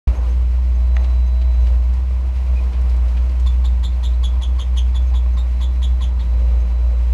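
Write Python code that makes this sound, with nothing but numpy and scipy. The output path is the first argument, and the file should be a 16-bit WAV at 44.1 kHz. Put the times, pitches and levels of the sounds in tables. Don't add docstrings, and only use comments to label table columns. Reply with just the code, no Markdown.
import sys
import numpy as np
from scipy import signal
from scipy.fft import rfft, irfft
from scipy.io import wavfile
from scipy.ndimage import map_coordinates

SR = 44100
rng = np.random.default_rng(int(sys.argv[2]) if len(sys.argv) > 2 else 0)


def inscribe(sig):
    pcm = np.round(np.clip(np.atleast_2d(sig).T, -1, 1) * 32767)
    wavfile.write(sys.argv[1], SR, pcm.astype(np.int16))


N = 314433
TIME = np.arange(N) / SR

# middle t/s, length/s, rise of the rush/dB, rubber moan level/dB
TYRE_SLIPS = [(.18, 0.32, 5.5, -45), (1.03, 0.19, 4, -56), (1.693, 0.14, 2.5, -45), (2.85, 1, 3, -70),
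              (3.17, .2, 0.5, -68), (6.468, 0.31, 1.5, -45), (6.88, 0.37, 0, -45)]


def undb(db):
    return 10 ** (np.asarray(db) / 20)


def unit(x):
    return x / np.sqrt(np.mean(x ** 2) + 1e-20)


def curves(table):
    s, *columns = np.transpose(table)
    return [np.interp(TIME, s, c) for c in columns]


def add(out, s, x):
    i = max(int(s * SR), 0)
    out[i:i + len(x)] += x[:max(N - i, 0)]


def walk(rate, size=N):
    at = np.arange(size) * rate / SR
    return map_coordinates(rng.standard_normal(size // 8 + 4), [at], order=1, mode="wrap") * 1.194


def phase_of(hz):
    return 2 * np.pi * np.cumsum(hz) / SR


def colour(x, points):
    hz, db = np.transpose(points)
    f = np.maximum(np.arange(N // 2 + 1) * SR / N, 1)
    gain = undb(np.interp(np.log(f), np.log(hz), db, left=-120, right=-120))
    return unit(irfft(rfft(x) * gain, N))


def ring(x, hz, *qs):
    for q in qs:
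        x = signal.lfilter(*signal.iirpeak(hz, max(q, 3 * hz / SR), fs=SR), x)
    return x


def swell(size, length, rise, fall):
    t = np.arange(size) / SR
    return np.sin(np.pi / 2 * np.minimum(t / rise, 1)) ** 2 * np.exp(-np.maximum(t - length, 0) / fall)


def hump(s, length):
    return np.exp(-(2 * (TIME - s) / length) ** 2)


def clearing(x, near_db, far_db, near_s=0.019, far_s=0.053, absorb_hz=7500, size=20000):
    t = np.arange(size) / SR
    near, far = rng.standard_normal((2, size)) * (t > .002) * np.exp(-t / np.array([[near_s], [far_s]]))
    echoes = (undb(near_db) * unit(near) + undb(far_db) * unit(far)) / np.sqrt(size)
    echoes = signal.lfilter(*signal.butter(2, absorb_hz, fs=SR), echoes)
    return x + signal.fftconvolve(x, echoes)[:N]


def peeps(jitter=0.016, octave_db=-15, size=4000):
    # t/s, f/Hz, length/s, level/dB
    thin_peeps = [(.154, 6420, .028, -54), (.297, 6320, .018, -54), (.748, 6300, 0.017, -57.5),
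                  (.955, 6270, .016, -53), (1.004, 6320, .018, -58), (1.266, 6330, .016, -56),
                  (1.534, 6290, 0.016, -59), (1.601, 6310, .022, -59), (2.558, 2462, 0.038, -44),
                  (3.93, 4140, .013, -54), (4.136, 3980, .018, -50), (5.018, 6310, .016, -59),
                  (5.07, 6360, .018, -55), (5.336, 6260, .016, -56), (6.6, 6370, .025, -58)]
    out = np.zeros(N)
    for s, hz, length, db in thin_peeps:
        phase = phase_of(hz * (1 + jitter * walk(970, size)))
        tone = np.sin(phase) + undb(octave_db) * np.sin(2 * phase)
        add(out, s - .002, undb(db) * tone * swell(size, length, 0.0026, 0.0029))
    return out


def rolling(rush_db=-45.5, grit_db=-51.5, grains_per_s=1500):
    # f/Hz, relative level/dB
    rush_spectrum = [(150, -23), (260, -6.5), (319, -2.5), (416, -11), (465, -5), (524, -6.5), (643, -6),
                     (682, -11), (762, -6), (859, -8.5), (976, -5.5), (1370, -16), (1740, -22),
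                     (1820, -21.5), (2000, -24), (2600, -50), (4400, -120)]
    grit_spectrum = [(820, -27.5), (1400, -4.5), (1750, -5.5), (1890, -1), (2430, -0.5), (3710, -9.5),
                     (4070, -7.5), (4190, -8.5), (5130, -11.5), (6400, -14), (6930, -15.5), (12200, -23.5),
                     (15500, -35)]
    slip_db = sum(rise * hump(s, length) for s, length, rise, _ in TYRE_SLIPS)
    rush = colour(rng.standard_normal(N), rush_spectrum) * undb(rush_db + slip_db + 0.67 * walk(15))
    grains = rng.standard_normal(N) * (rng.random(N) < grains_per_s / SR)
    grains *= undb(3 * np.minimum(rng.exponential(size=N), 4))
    grit = colour(rng.standard_normal(N) + .35 * unit(grains), grit_spectrum)
    return rush + grit * undb(grit_db + 0.56 * slip_db + 0.99 * walk(25))


def tyre_moan(hz=525, q=3.5):
    envelope = sum(undb(db) * hump(s, length) for s, length, _, db in TYRE_SLIPS)
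    return unit(ring(rng.standard_normal(N), hz, q, q)) * envelope


def brake_mode(hz, presses, drag_db, waver_hz, flutter_db):
    grip = undb(drag_db) * np.ones(N)
    for start, end, db in presses:
        add(grip, start, undb(db) * swell(N, end - start, rise=0.48, fall=.06))
    return np.sin(phase_of(hz + waver_hz * walk(40))) * grip * undb(flutter_db * walk(30))


def brakes(squeal_hz=3950, groan_hz=651, sag_hz_per_s=2.9):
    # start t/s, end t/s, added squeal level/dB, added groan level/dB
    presses = [(.62, 1.66, -56, -49), (2.1, 3.0, -73, -57), (4.8, 5.2, -70, -58), (5.197, 6.95, -64, -66)]
    start, end, squeal_db, groan_db = np.transpose(presses)
    squeal = brake_mode(squeal_hz, zip(start, end, squeal_db), drag_db=-67.5, waver_hz=5, flutter_db=.5)
    sinking_hz = groan_hz - sag_hz_per_s * TIME
    groan = brake_mode(sinking_hz, zip(start, end, groan_db), drag_db=-56.5, waver_hz=4.5, flutter_db=-1.4)
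    return squeal + groan


def gravel(start_s=3.6, end_s=3.8, count=7, db=-46, hz=3800, decay_s=0.0053):
    times = start_s + (end_s - start_s) * (np.arange(count) + rng.random(count)) / count
    return [(s, db + 4 * louder, hz * 2 ** (0.64 * higher), decay_s)
            for s, (louder, higher) in zip(times, rng.standard_normal((count, 2)))]


def stones(size=4000):
    # t/s, peak level/dB, centre f/Hz, decay time/s
    fractures = [(.967, -18, 1380, 0.0016), (1.043, -32, 2380, 0.0095), (1.415, -33.5, 2593, .011),
                 (1.670, -31.5, 3020, 0.0072), (1.938, -38, 4800, 0.0066), (2.107, -32, 440, 0.0059),
                 (2.732, -33.5, 2380, 0.027), (2.814, -40, 5550, .0086), (2.896, -39.5, 4190, 0.0095),
                 (2.966, -39, 5200, .006), (3.083, -37, 3520, 0.0054), (3.169, -34, 2180, 0.02),
                 (3.295, -36, 3000, .0063), (3.398, -38, 4800, 0.014), (3.541, -42, 3000, .006),
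                 (5.261, -28, 740, 0.0022)]
    out, t = np.zeros(N), np.arange(size) / SR
    for s, db, hz, decay_s in fractures + gravel():
        burst = rng.standard_normal(size) * undb(2 * walk(700, size)) * np.exp(-t / decay_s)
        burst[0] += 5
        crack = ring(burst, hz, 0.75, 0.94, 0.5)
        add(out, s, undb(db) * crack / np.abs(crack).max())
    return out


def stick_slip(hz, length, rasp, size, steady_hz=3510, jitter=0.0288):
    progress = np.arange(size) / SR / length
    glide = 1 + .00023 * (steady_hz - hz) * (.5 - np.minimum(progress, 1.5))
    phase = phase_of(hz * (glide + jitter * (0.49 + 0.8 * rasp) * walk(750, size)))
    blurred = phase + 0.19 * rasp * walk(2200, size)
    overtones = np.sin(2 * blurred) + undb(-5) * np.sin(3 * blurred) + undb(-18) * np.sin(4 * blurred)
    tone = np.sin(phase) + undb(-12.5 - 0.5 * np.minimum(progress, 1)) * overtones
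    chatter = np.sqrt(2) * np.sin(phase_of(270 + 130 * walk(1000 / 3, size)))
    return unit(tone * (1 + rasp * (.5 * chatter + 0.51 * walk(1000, size))))


def squeaks(scrape_hz=4400, chirp_hz=1020, chirp_db=-39.5, size=6000):
    # t/s, f/Hz, length/s, level before resonance/dB, rasp depth
    rubs = [(3.464, 3490, 0.015, -35.5, 0.19), (3.645, 3560, 0.02, -37.5, 0.76),
            (3.833, 3570, 0.032, -36, 0.92), (4.033, 3523, 0.034, -35, 1.14),
            (4.234, 3416, 0.031, -34, 0.97), (4.417, 3330, 0.03, -36, 1.2),
            (4.590, 3326, 0.034, -36.5, 1.24), (4.767, 3225, 0.0312, -32.5, 0.76),
            (4.948, 3400, .026, -38, 0.65), (5.143, 3474, 0.04, -42, 0.99),
            (5.373, 3670, 0.037, -42.5, 0.4), (5.609, 3435, .041, -38.5, 0.99),
            (5.822, 3440, 0.038, -37.5, 1.37), (6.011, 3375, 0.038, -39.5, 0.92),
            (6.197, 3600, 0.024, -48.7, 1.2)]
    # f/Hz, Q, gain/dB
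    metal_modes = [(3260, 130, -10), (3478, 100, -3.5), (6260, 33, 1.5)]
    out, t = np.zeros(N), np.arange(size) / SR
    for s, hz, length, db, rasp in rubs:
        squeal = stick_slip(hz, length, rasp, size)
        add(out, s - .001, undb(db) * squeal * swell(size, length * 0.82, 0.013, 0.0077))
        scrape = unit(ring(rng.standard_normal(size), scrape_hz, 0.76, 0.54))
        add(out, s - .004, undb(db - 16) * scrape * swell(size, 0.014, .004, 0.01))
        glide = 1.06 - 0.171 * np.minimum(t / 0.0183, 1)
        phase = phase_of(chirp_hz * (glide + 0.118 * walk(890, size)))
        chirp = sum(gain * np.sin(k * phase) for k, gain in enumerate((1, 0.37, 0.2, 0.47), 1))
        add(out, s - .007, undb(chirp_db) * chirp * swell(size, 0.013, 0.0053, 0.0047))
    return out + sum(undb(db) * ring(out, hz, q) for hz, q, db in metal_modes)


def exhaust_rumble(firing_phase, puff_depth=0.49):
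    # f/Hz, bandwidth per stage/Hz, relative level/dB
    pipe_modes = [(83.4, 9.5, 4), (98.1, 9.6, -1), (150.7, 21, -1.5), (166.8, 11.2, -1.5), (219.1, 5.7, -9),
                  (327, 20, -15), (536, 22, -17.5)]
    # f/Hz, relative level/dB
    gas_spectrum = [(56, -35), (95, -5), (123, -10), (166, 2), (248, -9.5), (323, -20.5), (420, -17.5),
                    (550, -56), (920, -120)]
    flow = rng.standard_normal(N) * (1 + puff_depth * np.sin(firing_phase))
    pipe = sum(undb(db) * unit(ring(flow, hz, hz / width, hz / width)) for hz, width, db in pipe_modes)
    return pipe + undb(-1) * colour(rng.standard_normal(N), gas_spectrum)


def engine(octave_db=-37, shake_hz=52, shake_db=-41, dip_s=.05):
    # t/s, boom level/dB, rumble gain/dB
    load = [(0.3, -13, -43), (1.75, -14, -45.5), (2.1, -16.5, -44.5), (2.9, -13.5, -44.5),
            (3.45, -15, -43.5), (4.2, -14.5, -46.5), (5.5, -15, -45), (6.4, -14.8, -42),
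            (6.9, -13.5, -46.5)]
    # t/s, firing f/Hz
    firing_rate = [(0.3, 60.3), (1.2, 61.5), (1.7, 59.8), (2.2, 62.9), (3.1, 59.9), (3.4, 62), (4.1, 60),
                   (4.55, 61.4), (5.2, 60.5), (5.8, 62.2), (6.15, 61.2), (6.32, 58.4), (7.13, 59.3)]
    # t/s, depth/dB
    dips = [(.152, 14), (2.34, 3), (2.73, 7.5), (4.44, 6), (4.63, 8.5)]
    boom_db, rumble_db = curves(load)
    (firing_hz,) = curves(firing_rate)
    boom_db = boom_db + walk(13) - sum(depth * hump(s, dip_s) for s, depth in dips)
    phase = phase_of(firing_hz + 0.56 * walk(13))
    boom = np.sqrt(2) * (np.sin(phase) + undb(octave_db) * np.sin(2 * phase))
    cycle = phase / 8
    throb = 1 + 0.064 * np.sin(cycle) + 0.075 * np.sin(3 * cycle) + .025 * np.sin(5 * cycle)
    throb += 0.036 * walk(22)
    rumble = exhaust_rumble(phase)
    shake = unit(ring(rng.standard_normal(N), shake_hz, 1.3, 1.3))
    return undb(boom_db) * boom * throb + undb(rumble_db) * rumble + undb(shake_db) * shake


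def scene():
    tyres = rolling() + tyre_moan()
    high_tones = clearing(squeaks() + peeps(), near_db=-2.5, far_db=-12)
    cracks = clearing(stones(), near_db=-15, far_db=-25.5)
    return (tyres + high_tones + cracks + engine() + brakes())[None]


def record(dry, start_s=.072, opening_db=8, settle_s=0.024, top_hz=15700):
    gate = np.clip((TIME - start_s) / .003, 0, 1)
    settling = undb(opening_db * np.exp(-np.maximum(TIME - start_s, 0) / settle_s))
    low_pass = signal.ellip(8, .2, 80, top_hz, fs=SR, output="sos")
    return signal.sosfilt(low_pass, dry * gate * settling)


dry = scene()
out = record(dry)
inscribe(out)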